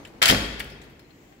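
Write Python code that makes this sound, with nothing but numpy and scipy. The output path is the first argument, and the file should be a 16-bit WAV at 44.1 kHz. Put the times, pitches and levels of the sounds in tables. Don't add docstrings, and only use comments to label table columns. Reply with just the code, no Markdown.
import sys
import numpy as np
from scipy import signal
from scipy.fft import rfft, irfft, next_fast_len
from scipy.io import wavfile
from scipy.ndimage import uniform_filter1d

SR = 44100
rng = np.random.default_rng(int(sys.argv[2]) if len(sys.argv) > 2 else 0)


def voltage_ratio(decibels):
    exponent = np.asarray(decibels, float) / 20
    return 10 ** exponent


def waveform_to_disk(signal):
    frames = np.transpose(np.atleast_2d(signal))
    scaled = np.clip(frames, -1, 1) * 32767
    samples = np.round(scaled).astype(np.int16)
    wavfile.write(sys.argv[1], SR, samples)


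N = 61739
SIZE = 2 * next_fast_len(N - N // 4)
FREQ = np.fft.rfftfreq(SIZE, 1 / SR) + 1e-3

# freq_hz, likeness_0_to_1
PORT_LIKENESS = [(60, .98), (130, .95), (290, .87), (640, .4), (1400, 0), (15000, 0)]


def curve(table, hz):
    table = np.array(table, float)
    return np.interp(np.log(hz), np.log(table[:, 0] + 1e-9), table[:, -1])


def colour(x, gain):
    return irfft(rfft(x, SIZE) * gain, SIZE)[..., :N]


def fade(t_s, t60_s):
    return np.exp(-np.log(1000) * t_s / t60_s)


def ring(hz, t60_s, seconds):
    t_s = np.arange(int(seconds * SR)) / SR
    return np.sin(2 * np.pi * np.outer(hz, t_s)) * fade(t_s, np.reshape(t60_s, (-1, 1)))


def add(out, x, at_s):
    i = int(at_s * SR)
    out[:, i:i + x.shape[1]] += x[:, :N - i]


def noise_pair():
    alike = np.clip(curve(PORT_LIKENESS, FREQ), 0, 1)
    gains = np.sqrt([(1 + alike) / 2, (1 - alike) / 2])
    mid, side = colour(rng.standard_normal((2, N)), gains)
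    return np.array([mid + side, mid - side])


def walk(rate_hz):
    k = int(SR / rate_hz)
    steps = np.repeat(rng.standard_normal(N // k + 1), k)
    return 0.59 * uniform_filter1d(uniform_filter1d(steps, k), k)[:N]


def octaves():
    for hz in 30 * 2. ** np.arange(10):
        yield hz, np.cos(np.pi / 2 * np.clip(np.log2(FREQ / hz), -1, 1)) ** 2


def flickering_noise(table, carrier):
    flicker_db = 1
    out = 0
    for _, shape in octaves():
        band = colour(carrier, shape * voltage_ratio(curve(table, FREQ)))
        out = out + voltage_ratio(flicker_db * walk(22)) * band
    return out / np.std(out)


def air():
    # freq_hz, level_db
    air_colour = [(18, -25.5), (30, -6), (145, -3.5), (303, 5.5), (889, -26), (2060, -9), (7470, -35.5),
                  (8980, -42.5), (16000, -27.5)]
    return voltage_ratio(-55.5) * flickering_noise(air_colour, noise_pair())


def slides():
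    # time_s, level_db
    roll_level = [(0, -43), (.05, -47.5), (.12, -49.5), (0.209, -49.5), (.3, -41), (0.751, -49.5),
                  (.95, -54), (1.1, -57), (1.25, -56), (1.33, -56.5), (1.4, -60.5)]
    # freq_hz, level_db
    roll_colour = [(18, -24.5), (30, -2), (127, -3.5), (449, -4.5), (499, -6.5), (540, -8), (913, -11.5),
                   (2060, -22.5), (16000, -44.5)]
    # freq_hz, level_db
    hiss_colour = [(1500, -30), (4000, -10), (7300, 3.5), (8200, -4), (9000, -19), (12500, -5.5),
                   (16000, -1.5)]
    balls_per_s, ball_spread_db = 1000, 2
    hiss_db, hiss_idle, fastest_s, pull_s = -70, 0.67, 1.24, .11

    t_s = np.arange(N) / SR
    bumps = np.minimum(rng.exponential(size=N), 3)
    grain = voltage_ratio(ball_spread_db * np.repeat(bumps, 1 + int(SR / balls_per_s))[:N])
    level = np.array(roll_level, float)
    rumble = flickering_noise(roll_colour, noise_pair() * grain)
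    rumble = rumble * voltage_ratio(np.interp(t_s, level[:, 0], level[:, 1]))
    pull = hiss_idle + np.exp(-((t_s - fastest_s) / pull_s) ** 2 / 2)
    return rumble + flickering_noise(hiss_colour, noise_pair()) * voltage_ratio(hiss_db) * pull


def tools():
    # start_s, pitch_hz, level_db, t60_s
    tool_rings = [
        (.718, 5150, -50, .09),
        (.993, 4350, -56, .06),
        (.993, 5150, -55, .06),
        (1.045, 4150, -59, .07),
        (1.105, 4200, -61, .08),
        (.81, 6400, -65, .3),
        (.005, 6300, -63, .2),
        (1.315, 780, -56, .15),
    ]
    out = np.zeros((2, N))
    for at_s, hz, db, t60_s in tool_rings:
        cluster = ring(hz * (1 + .015 * rng.standard_normal(8)), np.full(8, t60_s), .3)
        onset = np.clip(np.arange(cluster.shape[1]) / 300, 0, 1)
        add(out, voltage_ratio(db - 3) * cluster.reshape(2, 4, -1).sum(axis=1) * onset, at_s)
    return out


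def latch_snaps():
    # start_s, pitch_hz, level_db
    snap_rings = [(0.0506, 1697, -43.5), (.0513, 2130, -51), (0.0504, 2670, -45), (0.0504, 3020, -41),
                  (.0513, 5200, -51), (0.0504, 7410, -48.5), (.6023, 1890, -31.5), (.6023, 2250, -29),
                  (.6023, 2860, -28), (.6023, 3470, -32.5), (0.602, 4460, -35), (0.6027, 6740, -45),
                  (0.6014, 8440, -43.5)]
    out = np.zeros((2, N))
    for at_s, hz, db in snap_rings:
        add(out, voltage_ratio(db) * ring([hz, hz], [0.041] * 2, .06), at_s)
    return out


def contact_ticks(contact_ms, t_s, rise_s):
    noise, chance = rng.standard_normal((2, len(t_s)))
    flurry = noise * (np.abs(chance) > 1.6)
    ticks = flurry * fade(t_s, max(contact_ms, .3) * 0.0037) * np.clip(t_s / rise_s, 0, 1)
    ticks[int(rise_s * SR)] = 3.8
    return ticks / np.sqrt(np.sum(ticks ** 2))


def sheet_modes(hz):
    return ring(hz, 0.038 * (hz / 2000) ** -0.093, .06)


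def port_likeness(hz):
    least_shared = 0.38
    return np.clip(np.maximum(least_shared, curve(PORT_LIKENESS, hz)), 0, 1)


def port_blend(rows, alike):
    return np.sqrt(alike) * rows[0] + np.sqrt(1 - alike) * rows[1:]


def part_voice(hz, tilt_db, part_hz):
    focus_db, focus_octaves = 5.5, 0.22
    hump = np.exp(-(np.log2(hz / part_hz) / focus_octaves) ** 2 / 2)
    return voltage_ratio(tilt_db * np.log2(hz / 3000) + focus_db * hump)


def steel_contacts(hits, tone, ring_db, crack_t60_s, steel_db):
    # freq_hz, spread_hz (blow to blow), level_db
    strong_modes = [(1820, 92, 1.5), (2082, 110, -0.5), (2650, 75, -7), (3114, 94, 4), (3423, 42, -5.5),
                    (3790, 86, -8.5), (4558, 150, -1), (5205, 84, -0.5), (6735, 47, -6), (7310, 100, -2),
                    (7850, 51, -10.5), (8450, 160, -25), (10550, 150, -6), (11600, 230, -14)]
    dense_db, crack_db, rise_s = -22.5, 7.5, .0012

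    steel, out = np.array(strong_modes, float), np.zeros((2, N))
    dense_hz = np.sort(rng.uniform(300, 16000, 360))
    hz = np.r_[dense_hz, steel[:, 0]]
    mode_gain = voltage_ratio(np.r_[curve(tone, dense_hz) + dense_db, steel[:, 2] + steel_db])
    dense = sheet_modes(dense_hz)
    t_s = np.arange(dense.shape[1]) / SR
    f_hz = np.fft.rfftfreq(len(t_s), 1 / SR) + 1
    for at_s, db, tilt_db, contact_ms, part_hz in hits:
        strong_hz = steel[:, 0] + steel[:, 1] * rng.standard_normal(len(steel))
        bank = np.r_[dense, sheet_modes(strong_hz)]
        ticks = contact_ticks(contact_ms, t_s, rise_s)

        gains = port_blend(rng.standard_normal((3, len(hz))), port_likeness(hz))
        mix = gains * mode_gain * part_voice(hz, tilt_db, part_hz)
        ringing = signal.fftconvolve(mix @ bank, ticks[None])

        power = signal.fftconvolve(ticks ** 2, fade(t_s, crack_t60_s) ** 2)[:len(t_s)]
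        shape = voltage_ratio(curve(tone, f_hz)) * part_voice(f_hz, tilt_db, part_hz) / (1 + (300 / f_hz) ** 4)
        noise = port_blend(rfft(rng.standard_normal((3, len(t_s)))), port_likeness(f_hz))
        crack = irfft(noise * shape, len(t_s)) * np.sqrt(np.abs(power))

        add(out, voltage_ratio(db + ring_db) * ringing, at_s - rise_s)
        add(out, voltage_ratio(db + crack_db) * crack, at_s - rise_s)
    return out


def small_clicks():
    # start_s, peak_db, tilt_db_per_octave, contact_ms, pitch_hz
    clicks = [(.0512, -37, 0, 6.3, 2840), (.060, -44, -8, 25, 3350), (.0725, -46, 3, 16, 7600),
              (.459, -41, 2, 12, 9000), (.5955, -34, 8, 16, 5500), (.6026, -27, -0.5, 1.9, 2430),
              (.606, -26.5, -9.5, 3.4, 2900), (.6435, -49, 7.5, 5.7, 9000), (.657, -48, -6, 13, 5000),
              (.70, -41.5, 3, 25, 5000), (.8165, -40.5, 0, 26, 7100), (.835, -46.5, 1, 37, 11500),
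              (.897, -51, 2.5, 18, 13100), (.9625, -58, 0, 8.3, 12100), (.9935, -45.5, 1.5, 16, 12600),
              (1.105, -53.5, -2, 11, 4200), (1.325, -50, -5.5, 12, 1700)]
    # freq_hz, level_db
    click_colour = [(900, -34.5), (1450, -7), (1800, -0.5), (3300, -3.5), (4600, -11), (6000, -17.5),
                    (7600, -15), (16000, -22)]
    return steel_contacts(clicks, click_colour, ring_db=-7, crack_t60_s=0.033, steel_db=-29)


def clatter():
    # start_s, peak_db, tilt_db_per_octave, contact_ms, pitch_hz
    hits = [(.2172, -23, -6.5, 5.5, 1410), (.2187, -12.5, -4, 3.4, 2190), (.2203, -11, 1.5, 4.2, 3200),
            (.2256, -10.5, -2, 1.2, 1760), (.2272, -5.5, 2, 3, 3560), (.2336, -9, -0.5, 12, 2180),
            (.2356, -9, -0.5, 5, 4300), (.2404, -15.5, -2.5, 1.8, 7400), (.2482, -13, -3.5, 2.8, 1740),
            (.2568, -6, 2.5, 1.6, 3150), (.2598, -13, 3.5, 3.7, 8600), (.2678, -13, -2.5, 7.7, 1850),
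            (.2725, -12, -0.5, 6.4, 2100), (.2798, -9, 2, 1.3, 2560), (.284, -16, 8, 2.4, 4530),
            (.2876, -9, 1, 3, 2300), (.2916, -7, 1, 1.6, 1760), (.2972, -11, 3.5, 1.4, 2090),
            (.2994, -6, 0.5, 2, 3180), (.3018, -7.5, -2, 2.7, 1970), (.3088, -12.5, 2.5, 3.4, 4000),
            (.3118, -14.5, 4.5, 3, 3000), (.3154, -16, -3.5, 2.2, 2010), (.3205, -21, -0.5, 3.6, 2500),
            (.3244, -28.5, -14.5, 4.5, 2070), (.3461, -17.5, -4, 4, 2440)]
    # freq_hz, level_db
    sheet_colour = [(300, -20), (550, -9.5), (1150, -8), (1450, -2.5), (2200, -3.5), (3400, -6),
                    (5500, -14.5), (16000, -23.5)]
    return steel_contacts(hits, sheet_colour, ring_db=0, crack_t60_s=0.017, steel_db=-18.5)


def cabinet():
    # start_s, level_db, push_ms
    thuds = [(0.219, -29, 1.4), (0.261, -18.5, 3.2), (0.2962, -6, 2.9), (.305, -6.5, 2.21),
             (.312, -6.5, 2.2), (.321, -4.5, 1.8), (.3245, -8.5, 2.46), (.345, -16.5, 2.6),
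             (.362, -16, 3.4), (0.643, -27, 2.7), (.72, -30, 1.54), (1.323, -50, 0.68)]
    # freq_hz, level_db, t60_s
    wall_modes = [(78.5, -6, 0.104), (99.5, -7.5, .25), (132, -7.5, 0.15), (156, -4.5, 0.1),
                  (179.3, -3, 0.11), (208.5, -8, 0.23), (227, -9, 0.1), (262.5, -9, 0.42),
                  (304.3, -12.5, 0.25), (409, 3, 0.14), (474, -9.5, .25), (567, -16.5, 0.194),
                  (692, -8.5, 0.12)]
    # freq_hz, level_db, t60_s
    sway_modes = [
        (40, -37.5, 0.69),
        (53.7, -28.5, 1.28),
        (69, -33, 0.9),
    ]
    wall_db, push_db, detune, scatter, sway_start_s = -19, -11, .012, .25, .296

    walls, sway, out = np.array(wall_modes, float), np.array(sway_modes, float), np.zeros((2, N))
    for at_s, db, push_ms in thuds:
        push = np.hanning(int(push_ms * SR / 1000) + 3)
        wall_hz = walls[:, 0] * (1 + detune * rng.standard_normal(len(walls)))
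        gains = voltage_ratio(walls[:, 1] + wall_db) * (1 + scatter * rng.standard_normal(len(walls)))
        boom = np.convolve(gains @ ring(wall_hz, walls[:, 2], .5), push / push.sum())
        boom[:len(push) - 1] -= voltage_ratio(push_db) * push[1:]
        add(out, voltage_ratio(db) * np.array([boom, boom]), at_s)
    swaying = voltage_ratio(sway[:, 1]) @ ring(sway[:, 0], sway[:, 2], 1.2)
    add(out, np.ones((2, 1)) * swaying, sway_start_s)
    return out


def room(x):
    # freq_hz, t60_s
    late_t60 = [(50, 2.37), (120, 1.74), (300, 1.03), (900, 1.064), (2500, 1.135), (6000, 0.75),
                (14000, 0.48)]
    # freq_hz, level_db
    room_colour = [(50, -18), (120, -13), (300, -10), (900, -10.5), (2500, -10.5), (6000, -9.5),
                   (14000, -11.5)]
    early_t60_s, early_db, gap_s, room_db = 0.24, -0.5, 0.009, -31.5

    t_s, noise, tail = np.arange(N) / SR, noise_pair(), 0
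    for hz, shape in octaves():
        decay = fade(t_s, curve(late_t60, hz)) + voltage_ratio(early_db) * fade(t_s, early_t60_s)
        tail = tail + colour(noise, shape * voltage_ratio(curve(room_colour, FREQ))) * decay
    tail = tail * np.clip(t_s / gap_s, 0, 1) * voltage_ratio(room_db)
    return colour(tail, rfft(x.mean(axis=0), SIZE))


def scene():
    left_lag_s, click_wet_db = -0.000515, -1.5
    ticks = tools() + small_clicks()
    crash = clatter()
    boom = cabinet()
    lag = np.exp(-2j * np.pi * FREQ * left_lag_s / 2 * np.array([[1], [-1]]))
    wet = room(crash + voltage_ratio(click_wet_db) * ticks + boom)
    return colour(crash + ticks, lag) + latch_snaps() + boom + wet + slides() + air()


def low_pass(x):
    return signal.sosfilt(signal.butter(12, 16610, fs=SR, output="sos"), x)


def record(dry):
    # freq_hz, left_minus_right_db
    port_balance = [(60, 1), (110, 1), (200, 1.5), (380, 0.5), (700, 2), (1290, -0.5), (2380, 1),
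                    (4400, 10.5), (8120, 5.5), (15000, 1.5)]
    low_hz, top_hz, ceiling = 32, 15750, .95
    lean = voltage_ratio(curve(port_balance, FREQ) / 2)
    x = colour(dry, np.array([lean, 1 / lean]))
    x = signal.sosfilt(signal.butter(2, low_hz, "high", fs=SR, output="sos"), x)
    x = ceiling * np.tanh(x / ceiling)
    x = signal.sosfilt(signal.ellip(12, .2, 60, top_hz, fs=SR, output="sos"), x)
    return low_pass(x)


dry = scene()
out = record(dry)
waveform_to_disk(out)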